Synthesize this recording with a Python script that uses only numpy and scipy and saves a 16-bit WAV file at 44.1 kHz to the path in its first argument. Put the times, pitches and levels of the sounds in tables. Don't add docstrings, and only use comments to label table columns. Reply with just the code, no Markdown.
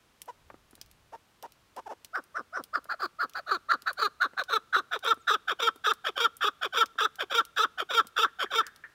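import sys
import numpy as np
from scipy import signal
from scipy.io import wavfile
from scipy.ndimage import uniform_filter1d, minimum_filter1d

SR = 44100
rng = np.random.default_rng(int(sys.argv[2]) if len(sys.argv) > 2 else 0)


def output_pcm(signal):
    pcm = np.clip(np.atleast_2d(signal).T, -1, 1) * 32767
    wavfile.write(sys.argv[1], SR, np.round(pcm).astype(np.int16))


N = 394243

# frequency_hz, gain_db
AIR_SPECTRUM = [(15, -31), (25, -4.5), (76, 1.5), (185, -3), (263, -3.5), (911, -8), (1070, -5.5),
                (1610, -8), (2000, -10.5), (2990, -11), (5280, -16), (14800, -25), (16000, -28)]
BREEZE_SPECTRUM = [(15, -11), (45, -5), (90, -3), (160, -11), (400, -37), (1500, -58)]
# time_s, level_db
GUSTS = [(0, -87), (.28, -88), (.42, -64), (.52, -69), (.7, -72), (.82, -67), (1.05, -70), (1.3, -92),
         (8.94, -88)]
# frequency_hz, t60_s
YARD_DECAY = [(200, 0.94), (1400, 1), (3500, 1), (8000, 0.57), (16000, 0.048)]
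# time_s, pitch_hz, level_db
WHISTLE_GLIDE = [(5.172, 9000, -75), (5.185, 8800, -71), (5.205, 8050, -71), (5.218, 7000, -66),
                 (5.228, 6400, -61)]
# start_s, length_s, relative_db, throat_hz
ANSWER_NOTES = [(8.271, 0.036, -47, 1570), (8.457, 0.027, -41, 1640), (8.628, 0.043, -44, 1700),
                (8.661, 0.049, -45.5, 1570), (8.836, 0.04, -42, 1700)]

# start_s, woody_relative_db, sharp_relative_db
CAGE_TICKS = [(0.2177, -35, -41), (0.258, -59, -62), (0.71, -58, -59), (0.7532, -47, -53),
              (0.814, -30.5, -48), (0.861, -52, -65), (0.9133, -50.5, -57.5), (1.426, -38, -49.5),
              (1.521, -48, -58), (1.7642, -45.5, -54.5), (2.047, -37, -47), (2.2387, -55, -58),
              (2.6383, -35.5, -45), (2.843, -48, -55), (3.2955, -44, -53.5), (3.3353, -39.5, -59),
              (3.821, -39, -49.5), (3.931, -48, -46), (4.4373, -34.5, -50.5), (4.9912, -43, -51.5),
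              (5.0465, -48, -46), (5.1435, -49, -58), (5.7598, -53, -57.5), (5.9358, -42, -46.5),
              (6.3684, -49, -47.5), (6.8588, -36.5, -51), (7.1566, -41.5, -50), (7.451, -38.5, -46),
              (7.5613, -44, -67), (8.07, -39, -46.5), (8.6668, -33.5, -44.5), (8.761, -42, -58)]
# start_s, relative_db
FOOTFALLS = [(0.501, -40.5), (0.542, -44), (0.731, -51), (0.779, -55), (2.855, -45.5), (3.829, -58),
             (4.334, -45.5), (5.173, -46.5), (5.759, -46.5), (6.956, -48), (8.046, -47)]
# frequency_hz, gain_db
WOODY_SPECTRUM = [(400, -20), (1500, -23), (3000, -10), (5500, -8.5), (8000, -22), (15000, -29.5)]
SHARP_SPECTRUM = [(2000, -71), (6000, -8.5), (9000, 10), (12500, 9.5), (16000, 3)]
FOOT_SPECTRUM = [(80, -28), (250, 6), (600, -4), (1400, -2.5), (2500, -22.5), (6000, -41), (15000, -47)]

# frequency_hz, gain_db
SHUT_BEAK_RESPONSE = [(150, -20), (280, -3), (450, -1.5), (700, -4.5), (950, -2), (1100, -8.5),
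                      (1300, -14.5), (1600, -17), (2200, -28), (3000, -28.5), (4200, -38), (5600, -31.5),
                      (8000, -41), (15000, -49)]
CHEST_RESPONSE = [(100, -16), (200, -5), (450, 0), (650, -5.5), (900, -10), (1150, -7), (1700, -62),
                  (3000, -78)]
THROAT_RESPONSE = [(400, -35), (800, -28), (1020, -11), (1170, 4), (1350, 4), (1550, -1), (1750, -13.5),
                   (2000, -25.5), (2600, -37.5), (4000, -37.5), (8000, -77.5)]
# ratio_to_strongest, final_half_width_hz, gain_db
BEAK_FORMANTS = [(.8, 330, -10.5), (1, 230, 3), (1.402, 220, -13.5), (1.63, 260, -12), (2.06, 260, -18.5),
                 (2.4, 383, -25), (2.95, 544, -25.5), (3.45, 501, -22.5), (4.3, 850, -24.5)]
# time_s, strongest_hz, treble_gain_db, top_extra_gain_db
BEAK_OPENING = [(2.15, 5200, 4, 10), (2.55, 5600, 0, 1), (2.8, 4570, -5, 8), (3.3, 4610, -4.5, 12),
                (3.55, 4185, -3, 1.5), (4.1, 4350, -5, 4.5), (4.552, 3815, -2, 2),
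                (5.101, 3608, -1.5, -2.5), (5.65, 3492, -0.5, -3.5), (6.501, 3457, -1.5, -2.5),
                (8.599, 3460, 0, -3)]

# start_s, length_s, first_hz, top_hz, last_hz, roughness (0-1), level_db
CLUCK_NOTES = [(0.28, 0.03, 603, 1030, 920, 0.31, -39), (1.126, 0.035, 544, 892, 937, 0.67, -42),
               (1.43, 0.035, 499, 920, 950, 0.67, -41), (1.766, 0.037, 588, 998, 1038, 0.9, -38.5),
               (1.862, 0.021, 940, 840, 710, 0.35, -39.5), (1.892, 0.044, 863, 900, 166, 0.7, -38.5)]
# start_s, length_s, pitch_hz, throat_db, chest_db, treble_db
YELP_NOTES = [(2.134, 0.069, 749, -34, -48, -58), (2.347, 0.069, 668.4, -35, -48, -58),
              (2.529, 0.085, 725, -36, -46, -56.5), (2.733, 0.057, 697, -30.5, -48, -48.5),
              (3.19, 0.069, 721.6, -28, -47.5, -44), (3.689, 0.071, 692.3, -24.5, -46, -38.5),
              (4.204, 0.066, 743.5, -24, -45.5, -37)]
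CHUCK_NOTES = [(2.89, 0.061, 700, -32, -46.5, -45.5), (3.347, 0.06, 711, -34.5, -44.5, -43),
               (3.86, 0.06, 710, -29.5, -46, -39.5), (4.37, 0.06, 758, -31.5, -41.5, -38.5),
               (4.912, 0.063, 730, -31, -40, -35.5), (5.475, 0.061, 724, -29, -41.5, -33),
               (6.043, 0.062, 727.5, -32, -39.5, -32.5), (6.613, 0.062, 713, -31, -39.5, -32),
               (7.186, 0.057, 728, -33.5, -39, -33), (7.776, 0.059, 732, -32, -40, -33),
               (8.388, 0.066, 709.6, -31, -40, -31.5)]
# length_share, pitch_ratio, roughness (0-1), throat_offset_db, chest_offset_db, treble_offset_db
YELP_GESTURE = [(0, 0.86, 0.1, -13.5, -5.5, -23), (0.13, 0.97, 0.43, -1.5, -2, -3),
                (0.36, 1.03, 0.56, 4.5, 0, 4), (0.53, 0.8, 0.98, -0.5, 2.5, -0.5),
                (0.7, 0.54, 0.5, -0.5, 2, 1), (0.87, 0.385, 0.46, -7.5, 4, -9),
                (1, 0.335, 0.55, -18, 0, -24)]
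CHUCK_GESTURE = [(0, 1.04, 0.32, -15.5, -10, -29), (0.13, 1.06, 0.61, -0.5, -6.5, -7),
                 (0.32, 0.95, 0.9, 1, -4.5, 0), (0.55, 0.83, 0.7, 1, 0.5, -1),
                 (0.74, 0.65, 0.6, -5, 0.5, -1), (0.88, 0.52, 0.37, -5, 4, -12.5),
                 (1, 0.48, 0.7, -30, -7.5, -19)]
# start_s, length_s, break_share, catch_share, opening_hz, held_hz,
# opening_db, held_db, swell_db, chest_db, treble_db
BARK_NOTES = [(4.728, 0.084, 0.44, 0.57, 754, 385, -21, -22, -27, -41.5, -38),
              (5.272, 0.094, 0.35, 0.65, 742.4, 435.7, -23, -21, -23.5, -39.5, -33.5),
              (5.841, 0.09, 0.3, 0.66, 759.7, 440, -25.5, -21.5, -22.5, -39, -33.5),
              (6.409, 0.089, 0.36, 0.68, 781, 421, -24, -23, -23.5, -39.5, -33),
              (6.982, 0.091, 0.32, 0.64, 725, 438, -23, -23.5, -22.5, -40, -33.5),
              (7.565, 0.095, 0.24, 0.67, 754.3, 449, -25.5, -20.5, -19, -39, -32),
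              (8.163, 0.105, 0.22, 0.55, 745, 450, -23.5, -24.5, -19, -39.5, -31.5)]
DRAWL_NOTES = [(2.994, 0.074, 0.45, 0.8, 788.5, 359, -40, -24.5, -33, -43.5, -46),
               (3.466, 0.11, 0.44, 0.67, 727, 380.7, -36.5, -22, -30, -43, -43.5),
               (3.973, 0.11, 0.44, 0.63, 747, 424.7, -36, -20.5, -25, -41.5, -38),
               (4.484, 0.1, 0.46, 0.68, 737.3, 439.3, -34.5, -22, -23.5, -39, -37),
               (5.027, 0.11, 0.44, 0.67, 732, 449.3, -37.5, -23.5, -17.5, -38, -35.5),
               (5.59, 0.11, 0.28, 0.69, 728, 453.6, -38, -28.5, -19, -37.5, -34),
               (6.158, 0.12, 0.39, 0.65, 751.5, 462, -36, -26.5, -19.5, -38.5, -33),
               (6.726, 0.12, 0.41, 0.61, 740, 453.3, -32.5, -24.5, -18.5, -38, -32.5),
               (7.3, 0.12, 0.39, 0.61, 754, 456.4, -35, -27, -18.5, -38, -33),
               (7.891, 0.13, 0.41, 0.56, 722, 454.8, -35, -27.5, -18.5, -37.5, -32.5),
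               (8.505, 0.12, 0.41, 0.57, 745.6, 449.7, -34.5, -30, -19.5, -38.5, -33.5)]
# stage (0-3), pitch_ratio, roughness (0-1), throat_offset_db, chest_offset_db, treble_offset_db
BARK_GESTURE = [(0, 1.06, 0.44, -14, -15, -16), (0.18, 0.96, 0.76, -5.5, -9, -3),
                (0.8, 0.9, 0.8, 0, -9, 3.5), (1.12, 1.0, 0.45, -5.5, 6.5, 3.5), (1.5, 0.93, 0.14, 1, -1, 2),
                (2, 1.05, 0.47, -14.5, 4, 3), (2.33, 1.0, 0.18, -0.5, 3.5, 5),
                (2.62, 0.9, 0.58, -0.5, -2, -3.5), (3, 0.57, 0.53, -21.5, -6, -26)]
DRAWL_GESTURE = [(0, 1.03, 0, -10, -23.5, -19.5), (0.2, 1.04, 0.13, -2.5, -5.5, -6),
                 (0.4, 0.72, 0.93, -1, -1.5, -2), (0.85, 0.74, 0.82, 3.5, -7, -1),
                 (1.2, 0.985, 0.34, -1, 3.5, 7), (2, 1.035, 0.27, -11.5, 4.5, 2.5),
                 (2.28, 1.0, 0.08, -1.5, 3, 7.5), (2.6, 0.98, 0.39, 0.5, 0.5, 0),
                 (2.82, 0.7, 0.48, -9.5, -5.5, -6.5), (3, 0.53, 0.7, -29, -8, -32)]
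# tuning_ratio, pinch_hz, pinch_relative_db
YELP_POSTURE, CHUCK_POSTURE = (0.94, 2250, -21), (0.96, 2319, -8)
BARK_POSTURE, DRAWL_POSTURE = (1.015, 2740, -9.5), (0.99, 2303, -12)

WARM_UP_S = (3.0, 5.2)
BAND_LIMIT_HZ = 15850
FILTER_HZ = np.fft.rfftfreq(4096, 1 / SR)


def amp(db):
    return 10 ** (np.asarray(db) / 20)


def unit_rms(x):
    return x / np.sqrt(np.mean(x ** 2) + 1e-20)


def steadied(x, size=300):
    power = uniform_filter1d(uniform_filter1d(x ** 2, size), size)
    return x / np.sqrt(abs(power) + 1e-12)


def curve_at(points, hz):
    known_hz, value = np.transpose(points)
    return np.interp(np.log(hz + 1), np.log(known_hz + 1), value)


def add(mix, start_s, sound):
    part = mix[max(round(start_s * SR), 0):][:len(sound)]
    part += sound[:len(part)]


def ring(x, gain):
    log_gain = np.log(np.maximum(gain, 1e-5))
    mirrored = np.r_[log_gain, log_gain[-2:0:-1]]
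    taps = np.fft.ifft(np.exp(np.conj(signal.hilbert(mirrored)))).real
    return signal.fftconvolve(x, taps[:len(gain)])[:len(x)]


def colour(x, response):
    return ring(x, amp(curve_at(response, FILTER_HZ)))


def wander(count, size):
    return unit_rms(uniform_filter1d(uniform_filter1d(rng.standard_normal(count), size), size))


def controls(course):
    times, *columns = np.transpose(course)
    t = np.arange(times[0], times[-1], 1 / SR)
    return t, [np.interp(t, times, column) for column in columns]


def faded(x, size=130):
    n = np.arange(len(x))
    return x * np.minimum(np.minimum(n, n[::-1]) / size, 1)


def air(hiss_db=-66):
    hiss = amp(hiss_db) * unit_rms(colour(rng.standard_normal(N), AIR_SPECTRUM))
    gusts = amp(np.interp(np.arange(N) / SR, *np.transpose(GUSTS)))
    return hiss + gusts * unit_rms(colour(rng.standard_normal(N), BREEZE_SPECTRUM))


def yard_echoes(x, echoes_per_s=2000):
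    taps = rng.standard_normal(SR) * (rng.random(SR) < echoes_per_s / SR)
    hz, t, spectrum = signal.stft(taps, SR, nperseg=256)
    decay = amp(-60 * t / curve_at(YARD_DECAY, hz)[:, None])
    tail = signal.istft(spectrum * decay, SR)[1]
    return signal.fftconvolve(x, tail / np.linalg.norm(tail))[:N]


def small_bird():
    t, (hz, db) = controls(WHISTLE_GLIDE)
    return t[0], faded(amp(db) * np.sin(2 * np.pi * np.cumsum(hz) / SR))


def far_partridge(pitch_hz=620, half_width_hz=230, gain_db=1):
    out = np.zeros(N)
    for start_s, length_s, db, throat_hz in ANSWER_NOTES:
        share = np.linspace(0, 1, round(length_s * SR))
        _, hoarse = syrinx(pitch_hz * (1 - 0.146 * share), rough=0.7)
        voice = ring(hoarse, 1 / (1 + abs((FILTER_HZ - throat_hz) / half_width_hz) ** 2.1))
        add(out, start_s, faded(amp(db + gain_db - 20 * share ** 2) * steadied(voice)))
    return out


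def cage_reflections(x, decay_s=0.012, delay_s=0.002, count=2000):
    t = np.arange(count) / SR
    taps = rng.standard_normal(count) * np.exp(-t / decay_s) * (t > delay_s)
    return signal.fftconvolve(x, taps / np.linalg.norm(taps))[:N]


def impact(snap_s, rattle_db, rattle_s, count=3000):
    t = np.arange(count) / SR
    envelope = np.exp(-t / snap_s) + amp(rattle_db) * np.exp(-t / rattle_s)
    return rng.standard_normal(count) * envelope


def cage_ticks(woody_gain_db=1, sharp_gain_db=13):
    out = np.zeros(N)
    for start_s, woody_db, sharp_db in CAGE_TICKS:
        hit = impact(snap_s=0.0015, rattle_db=-11.5, rattle_s=0.0077)
        woody, sharp = colour(hit, WOODY_SPECTRUM), colour(hit, SHARP_SPECTRUM)
        add(out, start_s, amp(woody_db + woody_gain_db) * woody / abs(woody).max())
        add(out, start_s, amp(sharp_db + sharp_gain_db) * sharp / abs(sharp).max())
    return out


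def footfalls(gain_db=4):
    out = np.zeros(N)
    for start_s, db in FOOTFALLS:
        step = colour(impact(snap_s=0.0036, rattle_db=-15, rattle_s=0.014), FOOT_SPECTRUM)
        add(out, start_s, amp(db + gain_db) * step / abs(step).max())
    return out


def pulses(cycles, hz):
    harmonics = BAND_LIMIT_HZ / hz
    half_phase = np.pi * (cycles % 1) + 1e-9
    train = np.sin((2 * np.floor(harmonics) + 1) * half_phase) / np.sin(half_phase) - 1
    return unit_rms(train / np.sqrt(harmonics))


def syrinx(hz, rough, jitter=0.0082, rough_jitter=0.0305, chaos=0.25, hiss=0.15, leak=0.048):
    count = len(hz)
    cycles = np.cumsum(hz * (1 + (jitter + rough_jitter * rough) * wander(count, size=110))) / SR
    regular = pulses(cycles, hz)
    loose_hz = 0.79 * hz * np.exp(chaos * wander(count, size=40))
    loose = pulses(np.cumsum(loose_hz) / SR + rng.random(), loose_hz)
    puffs = unit_rms(np.exp(-(cycles % 1) / 0.61) * rng.standard_normal(count))
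    loose_share = np.clip((rough - 0.25) / 0.55, 0, 0.92)
    irregular = unit_rms(loose + hiss * puffs)
    hoarse = np.sqrt(1 - loose_share) * regular + np.sqrt(loose_share) * irregular + leak * puffs
    shimmer = np.exp(0.26 * loose_share * wander(count, size=60))
    return regular, hoarse * shimmer


def timidity(time_s):
    return np.interp(time_s, WARM_UP_S, [1, 0])


def with_edges(times, hz, rough, db, *bands_db, attack_s=0.004, timid_attack_s=0.009, release_s=0.009):
    course = np.column_stack([np.maximum.accumulate(times), hz, np.clip(rough, 0, 1), db, *bands_db])
    before, after = course[0].copy(), course[-1].copy()
    before[0] -= attack_s + timidity(times[0]) * (timid_attack_s - attack_s)
    after[0] += release_s
    course = np.vstack([before, course, after])
    course[[0, -1], 3] -= 32
    return course


def cluck_course(start_s, length_s, first_hz, top_hz, last_hz, rough, db, top_at=0.3, fade_at=0.76):
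    share = np.array([0, top_at, fade_at, 1])
    hz = np.interp(share, [0, top_at, 1], [first_hz, top_hz, last_hz])
    roughness = rough * np.interp(share, [0, fade_at], [0.16, 1])
    return with_edges(start_s + length_s * share, hz, roughness, db + np.array([-7, 0, 0, -7]))


def cluck(course, undertone=0.47):
    t, (hz, rough, db) = controls(course)
    regular, hoarse = syrinx(hz, rough)
    depth = undertone * np.clip(hz / 900, 0, 1) ** 2
    alternation = 1 + depth * np.cos(np.pi * np.cumsum(hz) / SR)
    voice = colour((hoarse + 0.21 * regular) * alternation, SHUT_BEAK_RESPONSE)
    return t[0], faded(amp(db) * steadied(voice))


def chest(regular, hoarse, rough):
    drive = np.clip(1 - 0.86 * rough, 0, 1) * regular + 0.13 * hoarse
    return steadied(colour(drive, CHEST_RESPONSE))


def throat(t, drive, hz, tight_ratio=1.106, tighten_s=0.029):
    lag = timidity(t[0]) * np.exp(-((t - t[0]) / tighten_s) ** 2)
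    tension = np.clip((hz - 480) / 200, 0, 1) * (1 - lag)
    tight = ring(drive, amp(curve_at(THROAT_RESPONSE, FILTER_HZ / tight_ratio)))
    relaxed = colour(drive, THROAT_RESPONSE)
    return steadied(tension * tight + (1 - tension) * relaxed, size=260)


def moving_formant(x, hz, half_width_hz):
    carrier = np.exp(2j * np.pi * np.cumsum(hz) / SR)
    baseband = signal.lfilter(*signal.butter(3, half_width_hz, fs=SR), x / carrier)
    return 2 * (carrier * baseband).real


def beak(t, drive, loud_db, tuning, arch=0.04, sway=0.029, flare=0.25, flare_from_db=-32):
    times, *columns = np.transpose(BEAK_OPENING)
    centre_hz, treble_db, top_db = (np.interp(t.mean(), times, column) for column in columns)
    damping = centre_hz / BEAK_OPENING[-1][1]
    gape = np.sin(np.linspace(0, np.pi, len(t)))
    bend = 1 + arch * (gape - 0.85) + sway * wander(len(t), size=500)
    strongest_hz = tuning ** (1 - timidity(t[0])) * centre_hz * bend
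    treble = amp(treble_db + flare * np.maximum(loud_db - flare_from_db, -10))
    out = np.zeros(len(t))
    for ratio, half_width_hz, db in BEAK_FORMANTS:
        if ratio * centre_hz < 0.45 * SR:
            gain = amp(db) * (treble if ratio > 1.2 else 1) * (amp(top_db) if ratio > 2.2 else 1)
            out += gain * moving_formant(drive, ratio * strongest_hz, half_width_hz * damping)
    return steadied(out)


def pinch(drive, centre_hz, half_width_hz=230):
    return steadied(ring(drive, 1 / (1 + abs((FILTER_HZ - centre_hz) / half_width_hz) ** 3)))


def open_note(course, tuning, pinch_hz, pinch_db, beak_gain_db=-1.5, flutter_db=3.47):
    t, (hz, rough, db, chest_db, treble_db) = controls(course)
    regular, hoarse = syrinx(hz, rough)
    voice = throat(t, hoarse, hz)
    voice += amp(chest_db) * chest(regular, hoarse, rough)
    voice += amp(treble_db + beak_gain_db) * beak(t, hoarse, db + treble_db, tuning)
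    voice += amp(pinch_db + 1.4 * treble_db) * pinch(hoarse, pinch_hz)
    rattle_db = flutter_db * rough * wander(len(t), size=170)
    return t[0], faded(amp(db + rattle_db) * voice, size=60)


def short_course(gesture, arch, start_s, length_s, pitch_hz, throat_db, chest_db, treble_db):
    share, ratio, rough, throat_offset, chest_offset, treble_offset = np.transpose(gesture)
    ratio = ratio * (1 + arch * np.interp(share, [0, 0.2, 0.75], [-0.25, 0.1, 1]))
    db = throat_db + throat_offset
    return with_edges(start_s + length_s * share, pitch_hz * ratio, rough, db,
                      chest_db + chest_offset - db, treble_db + treble_offset - db)


def long_course(gesture, start_s, length_s, break_at, catch_at, opening_hz, held_hz,
                opening_db, held_db, swell_db, chest_db, treble_db, scoop=0.3, sag=0.204):
    stage, ratio, rough, throat_offset, chest_offset, treble_offset = np.transpose(gesture)
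    share = np.interp(stage, np.arange(4), [0, break_at, catch_at, 1])
    bend = np.interp(stage, [0, 0.4, 1.2, 2.6, 3], [-scoop, scoop, sag / 2, -sag, 0])
    hz = ratio * np.where(stage < 1, opening_hz, held_hz) * (1 + timidity(start_s) ** 2 * bend)
    db = throat_offset + np.interp(stage, [0.9, 1.1, 2, 2.2], [opening_db, held_db, held_db, swell_db])
    return with_edges(start_s + length_s * share, hz, rough, db,
                      chest_db + chest_offset - db, treble_db + treble_offset - db)


def caged_partridge(timid_arch=0.75):
    out = np.zeros(N)
    for row in CLUCK_NOTES:
        add(out, *cluck(cluck_course(*row)))
    for row in YELP_NOTES:
        add(out, *open_note(short_course(YELP_GESTURE, 0, *row), *YELP_POSTURE))
    for row in CHUCK_NOTES:
        arch = timid_arch * timidity(row[0])
        add(out, *open_note(short_course(CHUCK_GESTURE, arch, *row), *CHUCK_POSTURE))
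    for row in BARK_NOTES:
        add(out, *open_note(long_course(BARK_GESTURE, *row), *BARK_POSTURE))
    for row in DRAWL_NOTES:
        add(out, *open_note(long_course(DRAWL_GESTURE, *row), *DRAWL_POSTURE))
    return out


def scene(cage_db=-19, near_echo_db=-37, far_echo_db=-17):
    near = cage_ticks() + footfalls() + caged_partridge()
    far = far_partridge()
    add(far, *small_bird())
    echoes = yard_echoes(amp(near_echo_db) * near + amp(far_echo_db) * far)
    return (near + amp(cage_db) * cage_reflections(near) + far + echoes + air())[None]


def record(dry, ceiling_db=-8.5, size=90):
    gain = np.minimum(1, amp(ceiling_db) / (abs(dry) + 1e-9))
    limited = dry * uniform_filter1d(minimum_filter1d(gain, 2 * size), size)
    low_pass = signal.firwin(511, BAND_LIMIT_HZ, window=("kaiser", 9), fs=SR)
    return signal.oaconvolve(limited, low_pass[None], "same")


dry = scene()
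out = record(dry)
output_pcm(out)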